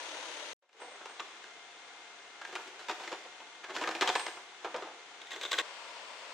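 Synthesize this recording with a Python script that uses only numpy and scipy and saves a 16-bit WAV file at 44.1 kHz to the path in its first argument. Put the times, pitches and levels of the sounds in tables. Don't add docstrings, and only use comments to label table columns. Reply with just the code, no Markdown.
import sys
import numpy as np
from scipy import signal
from scipy.fft import rfft, irfft
from scipy.io import wavfile
from scipy.ndimage import uniform_filter1d

SR = 44100
rng = np.random.default_rng(int(sys.argv[2]) if len(sys.argv) > 2 else 0)


def inscribe(sig):
    pcm = np.round(np.clip(np.atleast_2d(sig).T, -1, 1) * 32767)
    wavfile.write(sys.argv[1], SR, pcm.astype(np.int16))


N = 279505
T = np.arange(N) / SR
SIDES = np.array([[1], [-1]])

# frequency in Hz, level in dB per Hz.
NEAR_TONE = [(30, -40), (100, -33.5), (230, -25), (315, -3.5), (390, -8.5), (510, -1), (620, 0.5),
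             (725, -5.5), (940, 1.5), (1170, -6), (1420, -3), (2700, -4.5), (3500, -4.5), (5200, -12.5),
             (6200, -7.5), (6900, -11), (7300, -19.5), (8200, -17), (9500, -20), (10700, -35.5),
             (15000, -46)]
BEHIND_TONE = [(30, -31), (70, -32), (120, -20.5), (200, -18.5), (300, -7), (430, 0), (600, -5), (760, 1.5),
               (1050, -1), (1550, 0), (3400, -2), (5000, -10), (6500, -8), (7300, -14), (9000, -18.5),
               (11000, -40), (15000, -50)]
WIDE_TONE = [(24, -87), (40, -47), (122, -39), (164, -31.5), (554, -6), (710, -6.5), (784, -10), (933, -2),
             (1290, -9), (2780, -8.5), (4030, -14.5), (4340, -13.5), (8690, -23.5), (10900, -50.5),
             (15000, -45)]
# multiple of the firing rate, level in dB before each place's whine trim.
GEAR_WHINE = [(20, -21.5), (27.5, -30), (40, -23), (60, -17.5), (61, -45), (100, -23.5)]
# frequency in Hz, likeness (clipped to 0-1).
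TRUCK_LIKENESS = [(350, 1.5), (750, 0.9), (1400, 0.64), (2500, 0), (9000, 0.15)]
# frequency in Hz, left minus right in dB before each place's lean scales it.
TRUCK_BALANCE = [(150, 0), (350, 1), (750, 3.2), (1400, 2.4), (2500, 3.2), (4000, 5), (6200, -.5),
                 (9000, -3)]
# time in seconds, gain in dB.
BEHIND_FADE = [(0.612, -55), (0.625, -27), (0.69, -25), (0.74, -14), (0.79, -6), (0.82, 0)]
# time of the
# attack in seconds, middle level in dB, thud as bass in dB re the middle, hardness as treble in dB re the
# middle, scraping in as rise time in seconds, chatter as decay time in seconds, pitch of the struck spot in Hz,
# ring of that spot in dB.
LINK_KNOCKS = [(0.6249, -49, -2, -15, .004, .025, 545, 13), (0.6922, -48, -18, -7, 0.0013, 0.0061, 2430, 0),
               (0.7301, -55.5, -20, -1, 0.00054, 0.0045, 1670, 0),
               (0.75, -59, 2.5, -37, .006, 0.055, 455, 12), (0.8002, -52.5, -8, -24, .0005, 0.0054, 820, 2),
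               (0.817, -48, -9.5, -20, .0013, 0.011, 473, 18), (0.833, -55, -3, -31, 0.0023, 0.026, 780, 8),
               (0.875, -58, -1, -23, 0.0032, 0.028, 480, 16), (0.912, -59, 1, -12, .002, 0.028, 600, 8),
               (0.952, -56, -7, -13, 0.0011, .012, 480, 3), (1.012, -52.5, -5, -20, 0.0036, .025, 800, -5),
               (1.0569, -48, -8.5, -7.5, .0012, 0.011, 958, -1),
               (1.0959, -55.5, -3, -8, 0.0015, 0.012, 990, 2),
               (1.1965, -43.5, -18, -6, .0006, 0.007, 3520, 11),
               (1.2025, -44, -5, -6.5, 0.0011, 0.0049, 1145, 16),
               (1.4415, -52.5, -14, -6.5, 0.0016, .002, 1570, 4),
               (2.4154, -46, -14, -11, .0016, 0.012, 1496, 2),
               (2.4511, -44.5, -22, -9.5, .002, 0.0081, 1650, 5), (2.4752, -57, -2, -2, .0011, 0.03, 850, 4),
               (2.5267, -51.5, 1, -5, .0012, 0.021, 347, 4), (2.5537, -46, -5, 1.5, .001, .012, 338, 5),
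               (2.5599, -41.5, -22, -11, 0.0016, 0.0089, 1400, 7),
               (2.5852, -54.5, 3.5, -15, .0012, .015, 970, 8), (2.678, -60.5, 5, 2, 0.0045, .012, 350, 2),
               (2.7938, -53, -3.5, -1, .0019, 0.049, 1420, 9), (2.8848, -42, -6, -5, .0005, 0.013, 877, -4),
               (2.8956, -36, -7.5, -9.5, .0015, 0.011, 1230, -3), (2.9125, -46, -1, -1, 0.002, 0.01, 344, 4),
               (2.9982, -50, -2, -4.5, 0.0011, 0.075, 1000, 0),
               (3.0367, -54.5, -12, 2.5, .0016, 0.043, 1030, 0),
               (3.0755, -45, -11, -6, .0006, 0.013, 2130, -2),
               (3.1175, -45.5, -2, -8, .0008, 0.0061, 565, 7),
               (3.1271, -43.5, -2, -7.5, 0.0011, 0.015, 2760, -7),
               (3.2531, -54, -5, -14, 0.0023, 0.01, 527, 9), (3.4022, -54, -5.5, -7, .0013, .011, 860, 0),
               (3.644, -47, -12, -8, 0.0077, 0.012, 1680, 4), (3.706, -46, -2, -10, 0.013, 0.015, 398, 3),
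               (3.7534, -49.5, 0, 2.5, 0.011, 0.023, 970, 4), (3.7648, -39, -9, -4, 0.003, .011, 1475, 12),
               (3.7841, -47, -5, -3, .0014, 0.017, 1730, 10), (3.8139, -44, 3, -4.5, 0.0017, 0.0088, 980, 4),
               (3.8257, -43.5, -6, -6, 0.0046, 0.011, 931, 2), (3.838, -38, -8, -7, 0.0013, 0.012, 1728, 14),
               (3.8744, -35.5, -8, -9.5, .0009, 0.013, 1243, 4),
               (3.8907, -44.5, 4.5, -3, .0009, 0.0046, 348, 6),
               (3.912, -44.5, -5, -3, .0017, 0.012, 1711, 12),
               (3.9513, -44, -1.5, -.5, 0.0023, 0.021, 2450, 1),
               (4.0113, -32.5, -7, -2.5, 0.0013, 0.021, 1819, -5), (4.0224, -32, -2, -8, .001, 0.01, 980, 4),
               (4.06, -42, -15, -14, .003, 0.0066, 1130, 13),
               (4.0755, -33.5, -12, -1.5, 0.0009, 0.01, 3203, 2),
               (4.092, -37, -1, -4, 0.0041, 0.008, 760, 4), (4.1, -37, -5, -6, 0.0017, 0.0048, 3220, 12),
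               (4.1535, -30.5, -8, -8.5, 0.00082, .011, 845, -2),
               (4.1959, -43, -17, -1.5, .0012, 0.0094, 855, 3),
               (4.2652, -42, -4, -3, 0.00059, 0.0043, 2147, 5),
               (4.279, -47.5, -2, -3.5, .001, .01, 3250, -3), (4.371, -50, -4, -12, 0.0011, 0.013, 1180, 3),
               (4.6462, -39, -2.5, -14, .0005, 0.012, 1260, 0), (4.664, -49.5, 1, -27, .002, 0.022, 890, 8),
               (4.743, -39.5, 0, -17, 0.00032, 0.011, 495, 6.5),
               (4.7626, -47.5, 2.5, -4, .001, 0.01, 1310, 6), (4.783, -51.5, 2, -16, .002, 0.006, 920, 6),
               (4.8229, -45.5, 0, -13, 0.00063, 0.0095, 1290, 6),
               (4.8427, -50, -4, -19, .0012, 0.0093, 875, 6), (4.872, -60, 8, -28, 0.0027, 0.022, 1290, 9),
               (4.895, -63, 3, -20, .003, .008, 820, 2)]
# time of the attack in seconds, middle level in dB,
# thud in dB re the middle, hardness in dB re the middle, scraping in as rise time in seconds,
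# chatter as decay time in seconds, pitch of the struck spot in Hz, ring of that spot in dB.
HOOK_CLACKS = [(5.2171, -54.5, -10, 0, 0.00072, .0033, 1930, 1),
               (5.27, -59.5, -13, 2.5, .0008, .004, 1932, 2),
               (5.3075, -53.5, -10, 1.5, 0.0013, 0.0067, 1749, 6),
               (5.3177, -46.5, -13, -1, 0.0028, 0.0095, 1900, 7),
               (5.3316, -47.5, -6.5, -1.5, .001, 0.013, 4100, -5),
               (5.3615, -51, -0.5, -2, .001, 0.0063, 400, 10), (5.4125, -47.5, -7, 1, 0.0007, .012, 769, 4),
               (5.4348, -46.5, -5, 4, 0.0066, 0.016, 3585, 0),
               (5.4515, -44, -4.5, -0.5, 0.0013, 0.0073, 3569, -3),
               (5.4615, -48, -8, -3, 0.0011, 0.0043, 2230, -9),
               (5.5178, -40.5, -7, 3.5, 0.0036, 0.0056, 1126, 15),
               (5.5298, -37, -9, 0, 0.00072, 0.0091, 1540, 8),
               (5.5385, -39.5, -15, -4.5, .001, 0.0088, 2060, 3),
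               (5.5867, -34, -10, -1, 0.0034, 0.0085, 1640, -14),
               (5.5979, -38, -20, -5.5, 0.0014, 0.0057, 1920, 6)]
# frequency in Hz, relative level in dB, t60 in seconds.
PANEL_MODES = [(338, 1, .11), (378, 3, .11), (538, 2, .12), (610, 0, .1), (737, 3, .17), (795, -5, .1),
               (892, -2, .1), (963, 2, .1), (1050, 0, .1), (1244, 0, .15), (1507, -1, .12), (1610, 1, .19),
               (1728, 0, .11), (1798, 0, .12), (2061, 0, .14), (2234, -2, .15), (2429, 3, .16),
               (2713, -1, .1), (3260, 3, .04), (4151, 0, .08), (5297, 2, .08), (6837, 4, .05)]
# frequency in Hz, relative level in dB, t60 in seconds.
HOOK_MODES = [(1114, 9, .065), (1523, 5, .05), (1605, 6, .06), (1887, 5, .05), (2094, 4, .05),
              (3198, 1, .04), (3470, 8, .035), (3605, 8, .035), (3835, 9, .035), (6085, 5, .035),
              (6379, 7, .03), (7294, 6, .03)]
# frequency in Hz, level in dB.
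PANEL_COLOUR = [(30, -50), (110, -21), (190, -14.5), (250, -7), (325, 3.5), (390, 4), (440, 3), (490, 5.5),
                (550, 1), (900, 6.5), (1750, 3.5), (2150, 0.5), (3500, -4), (5000, -8.5), (7500, -13),
                (10000, -28), (13000, -36), (15000, -37)]
HOOK_COLOUR = [(30, -34), (180, -38), (330, -1), (450, 3.5), (800, 1), (1800, 8), (3700, 7.5), (4500, -0.5),
               (7800, -1), (9300, -17), (13000, -21), (15000, -21)]
# frequency in Hz, likeness from 0 to 1.
CHAIN_LIKENESS = [(300, .999), (750, .99), (1400, .97), (2500, .82), (4000, .87), (9000, .6)]
# frequency in Hz, left minus right in dB.
CHAIN_BALANCE = [(300, 0), (1400, -.3), (2500, 1), (3800, 2.8), (6200, -.7), (9000, -4)]
# frequency in Hz, likeness from 0 to 1.
ECHO_LIKENESS = [(300, .995), (750, .92), (1400, .75), (2500, .2), (9000, .05)]
# frequency in Hz, level in dB.
ECHO_COLOUR = [(300, -2.0), (1000, 0.5), (2500, 4.0), (3600, 4.5), (7000, 8.5), (8500, 9.0), (12000, 11.0)]
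# start in seconds, lower mode in dB, upper mode in dB re the lower.
LINK_PINGS = [(0.802, -58, 0), (0.862, -63, 0), (0.911, -63, 0), (1.092, -63, 1), (4.158, -43, -8),
              (4.196, -58, 13)]
# frequency in Hz, relative level in dB, t60 in seconds.
FREE_LINK_MODES = [(8118, -2, .5), (8437, 0, .46)]
# start in seconds, length in seconds, level in dB.
CHAIN_PULLS = [(1.2, 0.025, -66), (2.513, 0.23, -57), (3.02, 0.079, -53), (3.74, 0.41, -50),
               (4.647, 0.045, -53.5), (4.755, 0.12, -56), (5.36, 0.035, -50.5), (5.538, 0.08, -50)]

FIRING_HZ = 35.2
NEAR_DB, BEHIND_DB, WIDE_DB = -45.5, -53.5, -48.5
FIRST_CUT_S, SECOND_CUT_S = 0.533, 5.617
PANEL_RING_DB, HOOK_RING_DB = -54.5, -44.5
BOOM_T60_S = 0.22
CLINK_LOW_HZ, CLINK_HIGH_HZ, CLINK_T60_S = 1400, 7800, 0.03
GRAIN_DB = 2.5
CRACK_DB, CRACK_S = -5, 0.003
PULL_ATTACK_DB_PER_S, PULL_RELEASE_DB_PER_S, CREEP_DB = 268, 180, -77
TOP_HZ = 15850


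def undb(db):
    return 10 ** (np.asarray(db) / 20)


def rms(x):
    return np.sqrt(np.mean(x ** 2)) + 1e-18


def over_hz(points, size):
    hz, value = np.transpose(points)
    bins_hz = np.fft.rfftfreq(size, 1 / SR)
    return np.interp(np.log(bins_hz + 1), np.log(hz), value)


def colour(x, points):
    size = x.shape[-1]
    cepstrum = irfft(np.log(undb(over_hz(points, size))), size)
    cepstrum[1:size // 2] *= 2
    cepstrum[size // 2:] = 0
    return irfft(rfft(x) * np.exp(rfft(cepstrum)), size)


def stereo(pair, likeness, balance, lean=1):
    size = pair.shape[-1]
    alike = np.clip(over_hz(likeness, size), 0, 1)
    mid, side = rfft(pair)
    both = np.sqrt((1 + alike) / 2) * mid + SIDES * np.sqrt((1 - alike) / 2) * side
    side_gain = undb(SIDES * lean * over_hz(balance, size) / 2)
    return irfft(both * side_gain, size)


def filtered(x, hz, kind="low", order=4):
    return signal.sosfilt(signal.butter(order, hz, kind, fs=SR, output="sos"), x)


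def resonance(x, hz, q):
    return signal.lfilter(*signal.iirpeak(hz, q, fs=SR), x)


def bands(x):
    bass = filtered(x, 700)
    middle = filtered(filtered(x, 2800), 700, "high")
    treble = filtered(x, 2800, "high")
    return bass, middle, treble


def fall(t, t60):
    return np.exp(-np.log(1000) * t / t60)


def ring(modes, t, scatter_db=3, detune=0.0042):
    hz, db, t60 = np.transpose(modes)[:, :, None]
    weight, shift = rng.standard_normal((2, len(modes), 1))
    level = undb(db + scatter_db * weight)
    tone = np.cos(2 * np.pi * hz * (1 + detune * shift) * t)
    return np.sum(level * fall(t, t60) * tone, axis=0)


def ringing(x, modes, t):
    return signal.fftconvolve(x, ring(modes, t)[None], axes=1)[:, :x.shape[-1]]


def walk(rate):
    step = int(SR / rate)
    held = np.repeat(rng.standard_normal(N // step + 1), step)
    smooth = uniform_filter1d(uniform_filter1d(held, step), step)
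    return smooth[:N] * np.sqrt(2)


def add(out, s, x):
    start = int(s * SR)
    out[:, start:start + x.shape[-1]] += x[..., :N - start]


def truck(tone, db, lean, whine_db, clatter):
    turns = np.cumsum(FIRING_HZ * (1 + 0.00153 * walk(7.3))) / SR
    bursts = 1 + clatter * np.exp(-(turns % 1) / 0.32)
    firing = bursts * undb(0.5 * walk(6.1))
    noise = rng.standard_normal((2, N)) * firing
    rush = stereo(colour(noise, tone), TRUCK_LIKENESS, TRUCK_BALANCE, lean)
    gears = 0
    for multiple, line_db in GEAR_WHINE:
        phase = 2 * np.pi * (multiple * turns + rng.random()) + 0.7 * walk(45)
        unsteady_db = line_db + 1.6 * walk(30) + 0.6 * walk(4)
        gears = gears + np.sqrt(2) * undb(unsteady_db) * np.sin(phase)
    rush = rush / rms(rush.mean(axis=0))
    return undb(db) * (rush + undb(whine_db + SIDES * lean) * gears)


def link_modes(count=6):
    return [(hz, 0, CLINK_T60_S) for hz in rng.uniform(CLINK_LOW_HZ, CLINK_HIGH_HZ, count)]


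def blows(events, modes, tone, ring_db, spot_q, boom_db, boom_t60, boom_hz, clink_db, size=8192):
    out, t = np.zeros((2, N)), np.arange(size) / SR
    lead = SR // 50
    since = t - lead / SR
    after = np.maximum(since, 0)
    for s, blow_db, bass_db, treble_db, lead_in_s, chatter_s, spot_hz, spot_db in events:
        unevenness = np.repeat(rng.standard_normal(size // 16), 16)
        contacts = rng.standard_normal((2, size)) * undb(GRAIN_DB * unevenness)
        swell = np.exp(np.minimum(since, 0) / lead_in_s)
        contacts *= swell * np.exp(-after / chatter_s) / rms(contacts)
        boom = filtered(rng.standard_normal((2, size)), boom_hz, order=2) * swell * fall(after, boom_t60)
        struck = contacts + undb(boom_db - 0.47 * treble_db) * boom
        struck = struck + undb(ring_db) * ringing(contacts, modes, t)
        struck = struck + undb(clink_db) * ringing(contacts, link_modes(), t)
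        struck = struck + undb(spot_db) * resonance(struck, spot_hz, spot_q)
        sound = stereo(colour(struck, tone), CHAIN_LIKENESS, CHAIN_BALANCE)
        bass, middle, treble = bands(sound)
        treble = treble * (1 + undb(CRACK_DB) * swell * np.exp(-after / CRACK_S))
        for part, db in ((bass, bass_db), (middle, 0), (treble, treble_db)):
            attack = rms(part.mean(axis=0)[lead:2 * lead])
            add(out, s - lead / SR, part * undb(blow_db + db) / attack)
    return out


def trees(x, echo_db=-11, t60=0.79, build_s=0.013):
    t = T[:SR]
    scatter = rng.standard_normal((2, SR)) * fall(t, t60) * (1 - np.exp(-t / build_s))
    scatter = stereo(scatter, ECHO_LIKENESS, CHAIN_BALANCE)
    scatter = colour(scatter / rms(scatter) / np.sqrt(SR), ECHO_COLOUR)
    return undb(echo_db) * signal.fftconvolve(x.mean(axis=0)[None], scatter, axes=1)[:, :N]


def pings(pan_db=-4):
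    out = np.zeros((2, N))
    for s, db, upper_db in LINK_PINGS:
        for mode, mode_db in zip(FREE_LINK_MODES, (db, db + upper_db)):
            tone = ring([mode], T[:SR], scatter_db=1, detune=0.0003)
            add(out, s, undb(mode_db + SIDES * pan_db / 2) * tone)
    return np.array([np.roll(out[0], 1), out[1]])


def pulling():
    level_db = np.full(N, float(CREEP_DB))
    for s, length_s, db in CHAIN_PULLS:
        early = np.maximum(s - T, 0)
        late = np.maximum(T - s - length_s, 0)
        pull_db = db - PULL_ATTACK_DB_PER_S * early - PULL_RELEASE_DB_PER_S * late
        level_db = np.maximum(level_db, pull_db)
    return undb(level_db)


def sliding(grain_db=7, jerk_db=5, drone_db=4, drone_hz=345, drone_q=4, ring_db=-55):
    roughness_db = grain_db * np.tanh(walk(900)) + jerk_db * np.tanh(walk(70))
    grains = rng.standard_normal((2, N)) * undb(roughness_db)
    grains = grains + undb(ring_db) * ringing(grains, PANEL_MODES, T[:SR // 4])
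    grains = grains + undb(drone_db) * resonance(grains, drone_hz, drone_q)
    scrape = stereo(colour(grains, PANEL_COLOUR), CHAIN_LIKENESS, CHAIN_BALANCE)
    return scrape / rms(scrape) * pulling()


def scene():
    near = truck(NEAR_TONE, NEAR_DB, lean=1.83, whine_db=-8, clatter=0.48)
    chain = blows(LINK_KNOCKS, PANEL_MODES, PANEL_COLOUR, ring_db=PANEL_RING_DB, spot_q=8.3,
                  boom_db=-12.5, boom_t60=BOOM_T60_S, boom_hz=1500, clink_db=-43.5)
    chain += blows(HOOK_CLACKS, HOOK_MODES, HOOK_COLOUR, ring_db=HOOK_RING_DB, spot_q=16,
                   boom_db=-6.5, boom_t60=BOOM_T60_S, boom_hz=1430, clink_db=-59)
    chain += sliding()
    behind = truck(BEHIND_TONE, BEHIND_DB, lean=1.0, whine_db=6.5, clatter=0.22)
    rigging = chain + trees(chain) + pings() + behind
    fade = undb(np.interp(T, *np.transpose(BEHIND_FADE)))
    wide = truck(WIDE_TONE, WIDE_DB, lean=1.56, whine_db=1.5, clatter=0.17)
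    return np.where(T < FIRST_CUT_S, near, np.where(T < SECOND_CUT_S, rigging * fade, wide))


def record(dry):
    return signal.sosfilt(signal.ellip(10, 0.2, 70, TOP_HZ, fs=SR, output="sos"), dry)


dry = scene()
out = record(dry)
inscribe(out)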